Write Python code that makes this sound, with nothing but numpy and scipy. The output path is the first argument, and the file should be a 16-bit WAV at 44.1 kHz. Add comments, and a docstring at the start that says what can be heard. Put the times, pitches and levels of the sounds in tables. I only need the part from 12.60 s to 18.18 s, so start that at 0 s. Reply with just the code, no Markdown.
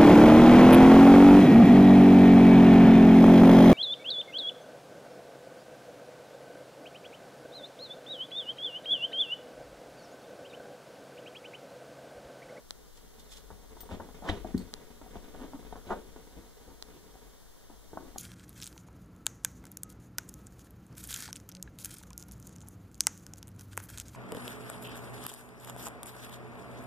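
"""Small dog pawing at a wall

In the corner of a furnished room, claws tap and scrape the plaster and ring the dull, boxy wall.
A pad judders, a claw zips over cloth, fur brushes past; the dog lands on a cushioned edge with soft
thuds and its metal collar tag clinks. A handheld camera close by adds hiss, rumble and three dry ticks."""
import sys
import numpy as np
from scipy import signal
from scipy.fft import rfft, irfft, next_fast_len
from scipy.io import wavfile
from scipy.ndimage import uniform_filter1d

SR = 44100
rng = np.random.default_rng(int(sys.argv[2]) if len(sys.argv) > 2 else 0)


def master(y):
    """Save y as 16-bit WAV."""
    cut = np.clip(np.atleast_2d(y).T, -1, 1)
    pcm = np.round(cut * 32767)  # scale
    wavfile.write(sys.argv[1], SR, pcm.astype(np.int16))


N = 246078
TIME = np.arange(N) / SR
SHORT = TIME[:SR // 2]  # time axis of one event

# the gritty edge of a scrape: freq_hz, level_db
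GRIT = [(1200, -52), (2200, 2), (3500, -4.5), (4600, -15), (7000, -16.5), (14000, -41)]


def amp(db):
    """Decibels to gain."""
    return 10 ** (np.asarray(db) / 20)


def unit(x):
    """Scale to rms 1."""
    return x / np.sqrt(np.mean(x ** 2) + 1e-20)


def peaked(x):
    """Scale to peak 1."""
    return x / np.abs(x).max()


def along(points, hz):
    """Read a curve of (freq_hz, value) points on a log frequency axis."""
    freqs, values = np.transpose(points)
    return np.interp(np.log(hz + 1), np.log(freqs + 1), values)


def filtered(x, gain):
    """EQ x with a gain that depends on frequency."""
    n = x.shape[-1]
    padded = next_fast_len(n + SR // 8)
    return irfft(rfft(x, padded) * gain(np.fft.rfftfreq(padded, 1 / SR)), padded)[..., :n]


def coloured(x, spectrum):
    """EQ x with a (freq_hz, level_db) curve and scale to rms 1."""
    return unit(filtered(x, lambda hz: amp(along(spectrum, hz))))


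def struck(force, gain):
    """Drive a body with this gain curve; minimum phase, so it rings only after the hit."""
    n = 2 * next_fast_len(len(force) // 2 + 1)
    cepstrum = irfft(np.log(np.maximum(gain(np.fft.rfftfreq(n, 1 / SR)), 1e-6)))
    cepstrum[1:n // 2] *= 2
    cepstrum[n // 2 + 1:] = 0
    return irfft(rfft(force, n) * np.exp(rfft(cepstrum)))[:len(force)]


def add(track, start_s, x):
    """Mix x into the track from start_s on."""
    part = track[..., max(round(start_s * SR), 0):][..., :x.shape[-1]]
    part += x[..., :part.shape[-1]]


def paired(two, correlation):
    """Turn two unrelated signals into a stereo pair whose width follows a correlation curve."""
    angle = lambda hz: np.arccos(np.clip(along(correlation, hz), -1, 1)) / 2
    mid, side = filtered(two, lambda hz: np.array([np.cos(angle(hz)), np.sin(angle(hz))]))
    return np.array([mid + side, mid - side])


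def slips(n, rate_hz, spread_db):
    """Friction: tiny catches of uneven size at random times."""
    catches = (rng.random(n) < rate_hz / SR) * rng.choice([-1, 1], n)
    return catches * amp(spread_db * np.clip(rng.standard_normal(n), -2, 2))


def swell(t, rise_s, fall_s):
    """A rounded envelope that peaks at t = 0."""
    return np.exp(-np.abs(t / np.where(t < 0, rise_s, fall_s)) ** 2.9)


def ring(modes):
    """Damped sines from (pitch_hz, level_db, t60_s) rows."""
    return sum(amp(db - 60 * SHORT / t60) * np.sin(2 * np.pi * hz * SHORT) for hz, db, t60 in modes)


def wall(hz, tilt):
    """The dull, boxy tone of the corner; sharper contacts tilt it upward (dB per octave)."""
    # broad tone of the wall: freq_hz, level_db
    body = [(60, -6), (130, -5.5), (230, 2.5), (400, 2.5), (560, -2), (850, -3), (1200, -5.5), (1550, -10),
            (1850, -8), (2400, -19.5), (3500, -50), (6000, -34), (15000, -74)]
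    # its resonances: centre_hz, width_hz, lift_db
    modes = [(440, 10, 2.5), (488, 7.4, 1.5), (658, 64, 2.5), (739, 60, 4), (923, 57, 5), (1240, 80, 0.5),
             (1506, 61, 7.5)]
    peaks_db = sum(lift_db / (1 + (2 * (hz - centre) / width) ** 2) for centre, width, lift_db in modes)
    return amp(along(body, hz) + peaks_db + tilt * np.log2(np.clip(hz, 100, 1200) / 700))


def spot(hz, tilt, ring_hz, ring_db, soft_hz, ring_q=2.9):
    """Each spot of the wall adds its own short ring; the pad dulls the contact above soft_hz."""
    lift = amp(ring_db / (1 + (2 * ring_q * (hz / ring_hz - 1)) ** 2))
    return wall(hz, tilt) * lift / np.hypot(1, (hz / soft_hz) ** 4)


def in_room(x, wet_db, early_db, early_s=0.021):
    """Place x in the room: reflections off the near walls and a short tail, new for each contact."""
    # decay of the furnished room: freq_hz, t60_s
    decay = [(100, 0.34), (270, 0.32), (450, 0.39), (800, 0.15), (1600, 0.23), (3600, 0.36), (12000, 0.13)]
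    # stereo image of the reflections: freq_hz, correlation
    image = [(100, 0.76), (450, 0.39), (900, 0.9), (1500, 0.96), (2600, 0.0088), (3600, 0.77),
             (6000, 0.034)]
    hz, t, bands = signal.stft(rng.standard_normal((2, len(SHORT))), SR, nperseg=256)
    bands = bands * amp(-60 * t / along(decay, hz)[:, None])
    tail = signal.istft(bands, SR, nperseg=256)[1][:, :len(SHORT)]
    tail *= 1 - np.exp(-SHORT / 0.011)
    early = rng.standard_normal(tail.shape) * (SHORT > .002) * np.exp(-2 * SHORT / early_s)
    tail = amp(wet_db) * tail / np.linalg.norm(tail[0])
    early = amp(early_db) * early / np.linalg.norm(early[0])
    response = paired(tail + early, image)
    response[:, 0] += 1  # direct sound
    return signal.fftconvolve(x[None], response, axes=1)


def background(hiss_db=-55.5, rumble_trim_db=4):
    """The bed: steady room and microphone hiss, and the shifting rumble of the handheld camera."""
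    # colour of the hiss: freq_hz, level_db
    hiss_tone = [(60, -2), (110, 5.5), (250, -1), (380, -0.5), (520, -2.5), (720, -7.5), (1100, -10),
                 (2400, -15), (3500, -16), (4700, -17.5), (6400, -16), (7700, -19.5), (8900, -18.5),
                 (15500, -21.5)]
    # its stereo image: freq_hz, correlation
    hiss_image = [(100, -1.04), (300, -0.9), (550, -0.18), (1000, 0.97), (1500, 0.87), (2100, 0.19),
                  (2600, 1), (3600, 1), (4800, -0.31), (15000, 0.13)]
    # colour of the rumble: freq_hz, level_db
    rumble_tone = [(12, -8), (25, -7), (36, -16.5), (48, 1), (62, -19), (100, -21.5), (250, -55)]
    # its level as the camera is handled: time_s, level_db
    handling = [(0.0, -60), (1.04, -59), (1.86, -50), (2.1, -57.5), (2.36, -56.5), (2.59, -53), (3.31, -54),
                (4.13, -63), (5.58, -58)]
    hiss = coloured(paired(rng.standard_normal((2, N)), hiss_image), hiss_tone)
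    rumble = coloured(paired(rng.standard_normal((2, N)), [(40, 0.043)]), rumble_tone)
    hiss *= amp([[.3], [-.3]])  # left, right
    rumble *= amp([[3], [-5.5]])
    return amp(hiss_db) * hiss + amp(np.interp(TIME, *np.transpose(handling)) + rumble_trim_db) * rumble


def camera_ticks(right_delay_s=0.00036, right_db=-5.0):
    """Tiny dry ticks inside the camera jolt its two microphone ports in opposite directions."""
    # ticks: start_s, level_db
    ticks = [(0.1078, -15), (2.139, -15.5), (4.2250, -18.5)]
    # tone of a tick at the left port: freq_hz, level_db
    left_tone = [(80, -18), (350, 4), (1200, -3.5), (2400, -2.5), (3200, -5), (4500, 2), (5500, -1.5),
                 (7200, -7), (9000, -6), (15000, -26)]
    # and at the right port: freq_hz, level_db
    right_tone = [(80, -21), (350, -2), (1500, -8.5), (2400, -9.5), (3300, -6), (4100, 0), (5200, -8),
                  (6500, -21), (15000, -51)]
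    out, jolt = np.zeros((2, N)), signal.unit_impulse(SR // 16)
    left = peaked(struck(jolt, lambda hz: amp(along(left_tone, hz))))
    right = peaked(struck(jolt, lambda hz: amp(along(right_tone, hz))))
    for start_s, level_db in ticks:
        add(out[0], start_s, -amp(level_db) * left)
        add(out[1], start_s + right_delay_s, amp(level_db + right_db) * right)
    return out


def shuffling(trim_db=-0.5):
    """The paws keep shifting with faint, irregular scuffs."""
    # how busily the dog moves: time_s, level_db
    effort = [(0.0, -72.5), (0.4, -68), (1.66, -60.5), (1.8, -56), (1.97, -59.5), (2.33, -63.5),
              (2.72, -60), (3.75, -63), (3.9, -66), (4.4, -62.5), (4.96, -72.5), (5.22, -69), (5.58, -61)]
    force = slips(N, rate_hz=260, spread_db=8.5)
    scuff = unit(filtered(force, lambda hz: wall(hz, tilt=-2.35))) + amp(-13.0) * coloured(force, GRIT)
    envelope = amp(np.interp(TIME, *np.transpose(effort)) + trim_db)
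    return in_room(envelope * scuff, wet_db=-2.0, early_db=3.0)[:, :N]


def coat():
    """Wiry fur sweeps along the wall in soft, hissy strokes."""
    # brushes against the plaster: peak_s, level_db, rise_s, fall_s
    brushes = [(.375, -69, 0.023, 0.008), (0.596, -64, 0.012, 0.0059), (0.719, -61, 0.025, 0.024),
               (0.771, -62, 0.019, 0.011), (1.216, -69, 0.047, 0.0093)]
    # colour of the fur: freq_hz, level_db
    fur_tone = [(1500, -1.5), (2900, 4), (3450, 6), (4600, 0), (6500, 2.5), (10000, -8), (15000, -16)]
    envelope = sum(amp(db) * swell(TIME - peak_s, rise, fall) for peak_s, db, rise, fall in brushes)
    fur = coloured(slips(N, rate_hz=2000, spread_db=14), fur_tone)
    return in_room(envelope * fur, wet_db=-5.5, early_db=6.0)[:, :N]


def collar_tag(click_gain=1.4, click_t60_s=0.021, chatter=.65):
    """The metal tag hits its ring and chatters; where it is struck decides which modes sing."""
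    # clinks: start_s, level_db, place (0 face to 1 rim)
    clinks = [(1.206, -42, 0.15), (1.214, -45, 0.099), (1.978, -42, 1), (1.99, -51, 1), (2.019, -53, 1)]
    # the tag's modes, struck on the face or the rim: pitch_hz, face_db, rim_db, t60_s
    modes = [(4270, -28, -3, .06), (4480, -28, -2, .05), (6850, -20, -9, .05), (8290, -35, -9, .12),
             (8580, -13, -28, .08), (8650, -11, -26, .24), (14530, 0, -18, .13), (14720, -4, -22, .06)]
    # click of metal on metal: freq_hz, level_db
    click_tone = [(1500, 3), (3500, 4), (6500, -2), (12000, -6), (15000, -10)]
    out = np.zeros((2, N))
    for start_s, level_db, place in clinks:
        tone = ring([(hz + rng.normal(0, 14), face_db + place * (rim_db - face_db), t60)
                     for hz, face_db, rim_db, t60 in modes])
        tone *= 1 + chatter * unit(uniform_filter1d(rng.standard_normal(len(SHORT)), size=120))
        click = coloured(rng.standard_normal(len(SHORT)), click_tone) * amp(-60 * SHORT / click_t60_s)
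        clink = peaked(tone) + click_gain * peaked(click)
        add(out, start_s, in_room(amp(level_db) * clink, wet_db=-14, early_db=-31))
    return out


def thuds(scuff_db=-22, scuff_at_s=0.0041, scuff_s=0.0051):
    """Soft landings: paws scuff the cover, the cushioned edge gives and the floor booms under it."""
    # the dog's weight lands: start_s, level_db, pitch_hz, boom_db
    landings = [(0.912, -44.5, 140, -2), (1.313, -39, 187, 5), (1.4, -50, 160, 7), (1.696, -31, 292, -1.5),
                (1.943, -16.5, 228, -13), (1.971, -31, 204, -10), (1.992, -37, 230, -27),
                (3.772, -43, 163, -1.5)]
    # modes of the cushioned edge: pitch_ratio, level_db, t60_s
    cushion = [(1, 0, .026), (1.7, -16, .035)]
    # modes of the floor: pitch_hz, level_db, t60_s
    boards = [(44, -16, 0.28), (93.2, 3.5, 0.1), (196.4, -4, 0.19)]
    out = np.zeros((2, N))
    soft_attack = 1 - np.exp(-(SHORT / .007) ** 2)
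    for start_s, level_db, pitch_hz, boom_db in landings:
        bump = peaked(ring([(ratio * pitch_hz, db, t60) for ratio, db, t60 in cushion]) * soft_attack)
        boom = peaked(ring(boards) * soft_attack)
        cover = struck(rng.standard_normal(len(SHORT)),
                       lambda hz: wall(hz, tilt=1.0) * np.hypot(1, hz / 900))
        scuff = peaked(cover * swell(SHORT - scuff_at_s, scuff_s, scuff_s))
        thud = bump + amp(boom_db) * boom + amp(scuff_db) * scuff
        add(out, start_s, in_room(amp(level_db) * thud, wet_db=-13.0, early_db=-11.5))
    return out


def cloth_zip(roughness=0.073):
    """A claw speeds up over the weave, so its catches sweep upward in pitch."""
    # the claw's whip across the cloth: time_s, pitch_hz, level_db
    sweep = [(1.676, 880, -52), (1.686, 1150, -39), (1.6885, 1720, -30.5), (1.692, 1870, -30),
             (1.6945, 3000, -35), (1.698, 3700, -39), (1.705, 3500, -53), (1.72, 3400, -66)]
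    time_s, pitch_hz, level_db = np.transpose(sweep)
    t = time_s[0] + SHORT
    jitter = unit(uniform_filter1d(rng.standard_normal(len(t)), size=14))
    catch_hz = np.interp(t, time_s, pitch_hz) * (1 + roughness * jitter)
    phase = 2 * np.pi * np.cumsum(catch_hz) / SR
    rasp = np.sin(phase) + 0.069 * np.sin(2 * phase) + 0.17 * coloured(rng.standard_normal(len(t)), GRIT)
    envelope = amp(np.interp(t, time_s, level_db, right=-120))
    out = np.zeros((2, N))
    add(out, time_s[0], in_room(unit(rasp) * envelope, wet_db=-14.5, early_db=-5))
    return out


def pad_judder(start_s=3.3062, rate_hz=186, level_db=-23.5, count=6, jitter=0.067):
    """A pad grips and lets go at a nearly even rate, each slip knocking the wall, until it dies away."""
    force, out = np.zeros(SR // 8), np.zeros((2, N))
    for k, late in enumerate(rng.standard_normal(count)):
        add(force, (k + jitter * late) / rate_hz, np.array([1 - (k / count) ** 4]))
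    knocks = struck(force, lambda hz: spot(hz, tilt=3.0, ring_hz=1400, ring_db=4, soft_hz=1450))
    add(out, start_s, in_room(amp(level_db) * peaked(knocks), wet_db=-11, early_db=-0.5, early_s=0.0086))
    return out


def scrape(force, grit_db, tilt, ring_hz, ring_db, soft_hz):
    """The catches of a claw ring one spot of the wall and shed grit."""
    body = unit(struck(force, lambda hz: spot(hz, tilt, ring_hz, ring_db, soft_hz)))
    return body + amp(grit_db) * coloured(force, GRIT)


def claw_strokes(trim_db=-1, drag_db=-16, drag_in_s=0.056, drag_out_s=0.1):
    """Claws stick and slip down the plaster: a short press inside a lighter drag."""
    # strokes: peak_s, level_db, press_s, tilt_db_per_octave, grit_db, ring_hz, ring_db, soft_hz
    strokes = [(1.33, -43.5, 0.027, -3, -11, 257, -5, 1720),
               (1.661, -38.5, 0.022, 2.5, -17, 795, 3.5, 1230), (1.69, -32, 0.015, 0, -12, 880, 6, 1880),
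               (1.732, -43.5, 0.024, 0, -12, 420, 3, 1510), (2.566, -45, 0.0087, -6, -13.5, 267, -5, 1500),
               (2.827, -42, 0.034, 0, -18.5, 255, 10.5, 1530),
               (2.949, -43, .011, -3.5, -21, 256, 10.5, 1390), (3.165, -47.5, 0.014, 1, -25, 900, -3, 1600),
               (3.278, -46.5, 0.017, -4.5, -11.5, 200, 1, 1200),
               (3.315, -35, 0.019, 3, -17.5, 1300, -2, 1300),
               (3.372, -45.5, 0.031, -1.5, -33, 477, 11, 1500),
               (3.783, -46.5, 0.016, -5.5, -21, 201, 1, 1210), (4.093, -51, .026, -3.5, -28, 249, 6, 1500),
               (4.357, -55.5, 0.028, -6, -10, 377, 8, 1500),
               (5.41, -51.5, 0.077, -1.5, -30, 312, 11.5, 1300)]
    out, t = np.zeros((2, N)), SHORT - SHORT.mean()
    for peak_s, level_db, press_s, tilt, grit_db, ring_hz, ring_db, soft_hz in strokes:
        force = slips(len(t), rate_hz=1800, spread_db=1.5)
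        press = swell(t, press_s, press_s)
        drag = amp(drag_db) * swell(t, drag_in_s, drag_out_s) * (1 - press)
        stroke = press * scrape(force, grit_db, tilt, ring_hz, ring_db, soft_hz)
        stroke += drag * scrape(force, grit_db=-23, tilt=-2.0, ring_hz=400, ring_db=4, soft_hz=1500)
        stroke *= amp(level_db + trim_db)
        add(out, peak_s + t[0], in_room(stroke, wet_db=-10.0, early_db=-4.5, early_s=0.016))
    return out


def paw_taps(follow_gain=0.44):
    """One claw hits the wall first; the other claws and the pad follow within milliseconds."""
    # firm taps: start_s, level_db, tilt_db_per_octave, ring_hz, ring_db, spread_s, room_db
    taps = [(0.904, -33.5, 1.5, 900, 2, 0.0061, 3), (1.168, -38, -1, 895, 4, 0.0055, 7.5),
            (1.233, -37, -4, 900, 11, .005, -6), (1.291, -37, 6, 860, 9, 0.0041, -5),
            (1.3117, -31, 1.5, 620, 8, 0.004, 2.5), (1.341, -29, -4, 800, -4, 0.0036, 6),
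            (1.399, -29.5, -1.5, 866, 8.5, 0.00473, 5), (1.403, -30, 1.5, 900, 0, 0.003, 6),
            (1.489, -36.5, -0.5, 860, 7.5, .0087, 1), (1.623, -34, -3.5, 750, 11, 0.013, 8.5),
            (1.6966, -19.5, -7.5, 710, 14, 0.0024, -2), (1.8465, -27, -3, 724, 14.5, .011, 5),
            (2.415, -34.5, -1.5, 745, 1, .009, 4), (2.463, -39, -0.5, 740, 10, 0.0055, -4),
            (2.556, -31, -0.5, 700, 4, 0.0084, 4), (2.748, -33.5, 0, 760, 3, 0.0044, -6),
            (2.934, -33, 0, 885, 11.5, .0031, 2), (3.029, -39.5, -1.5, 700, -3, 0.014, -2),
            (3.1261, -29, 0, 784, 13, 0.00474, -2), (3.157, -34, 2, 760, -11, .008, 1),
            (3.562, -35, -3.5, 650, 1, 0.0074, 2.5), (4.555, -39.5, -1.5, 740, 7.5, 0.0035, -4),
            (5.099, -40, -1.5, 890, 6, 0.011, 7.5), (5.3322, -30.5, -3.5, 710, 7, .005, 1.5),
            (5.3727, -23, -1.5, 960, 15.5, .002, -7), (5.3759, -33.5, 4, 1410, 9.5, .002, -4),
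            (5.5598, -30, -.5, 830, 9, .004, -1)]
    out = np.zeros((2, N))
    for start_s, level_db, tilt, ring_hz, ring_db, spread_s, room_db in taps:
        force = signal.unit_impulse(SR // 8)
        for late, size in rng.random(size=(3, 2)):
            add(force, spread_s * (0.5 + late), np.array([follow_gain * np.cos(np.pi * size)]))
        knock = struck(force, lambda hz: spot(hz, tilt, ring_hz, ring_db, soft_hz=1550))
        knock = amp(level_db) * peaked(knock)
        add(out, start_s, in_room(knock, wet_db=room_db - 9.5, early_db=room_db - 7, early_s=0.0085))
    return out


def through_ports(air, cavity_hz=2550, width_hz=800):
    """A cavity behind the right microphone port flips its phase in the upper mids."""
    pole = lambda hz: cavity_hz ** 2 - hz ** 2 + 1j * hz * width_hz
    return np.array([air[0], filtered(air[1], lambda hz: np.conj(pole(hz)) / pole(hz))])


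def scene():
    """The mix: the dog in its corner, leaning left in the bass and the top, over the bed and ticks."""
    # the floor's reflection cancels a band of the bass: freq_hz, gain_db
    floor_notch = [(92, 3), (130, -6), (180, 0.5)]
    # the dog's stereo balance: freq_hz, left_minus_right_db
    balance = [(80, 9), (200, 2), (350, 3), (800, 1.5), (1600, -2.5), (2500, -2), (4500, -7), (8000, 6.5),
               (14000, 14)]
    bed, ticks = background(), camera_ticks()
    dog = paw_taps() + claw_strokes() + pad_judder() + cloth_zip()
    dog += thuds() + collar_tag() + coat() + shuffling()
    dog = filtered(dog, lambda hz: amp(along(floor_notch, hz) + np.outer([.5, -.5], along(balance, hz))))
    return through_ports(dog + bed) + ticks


def record(dry):
    """The microphone has a narrow dip in the upper mids and a steep high cut."""
    # microphone response: freq_hz, gain_db
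    mic_dip = [(1900, -1.5), (2300, -5.5), (2600, -4), (2900, -2), (3300, 1)]
    high_cut_hz = 15650
    return filtered(dry, lambda hz: amp(along(mic_dip, hz)) * (hz < high_cut_hz))


dry = scene()
out = record(dry)
master(out)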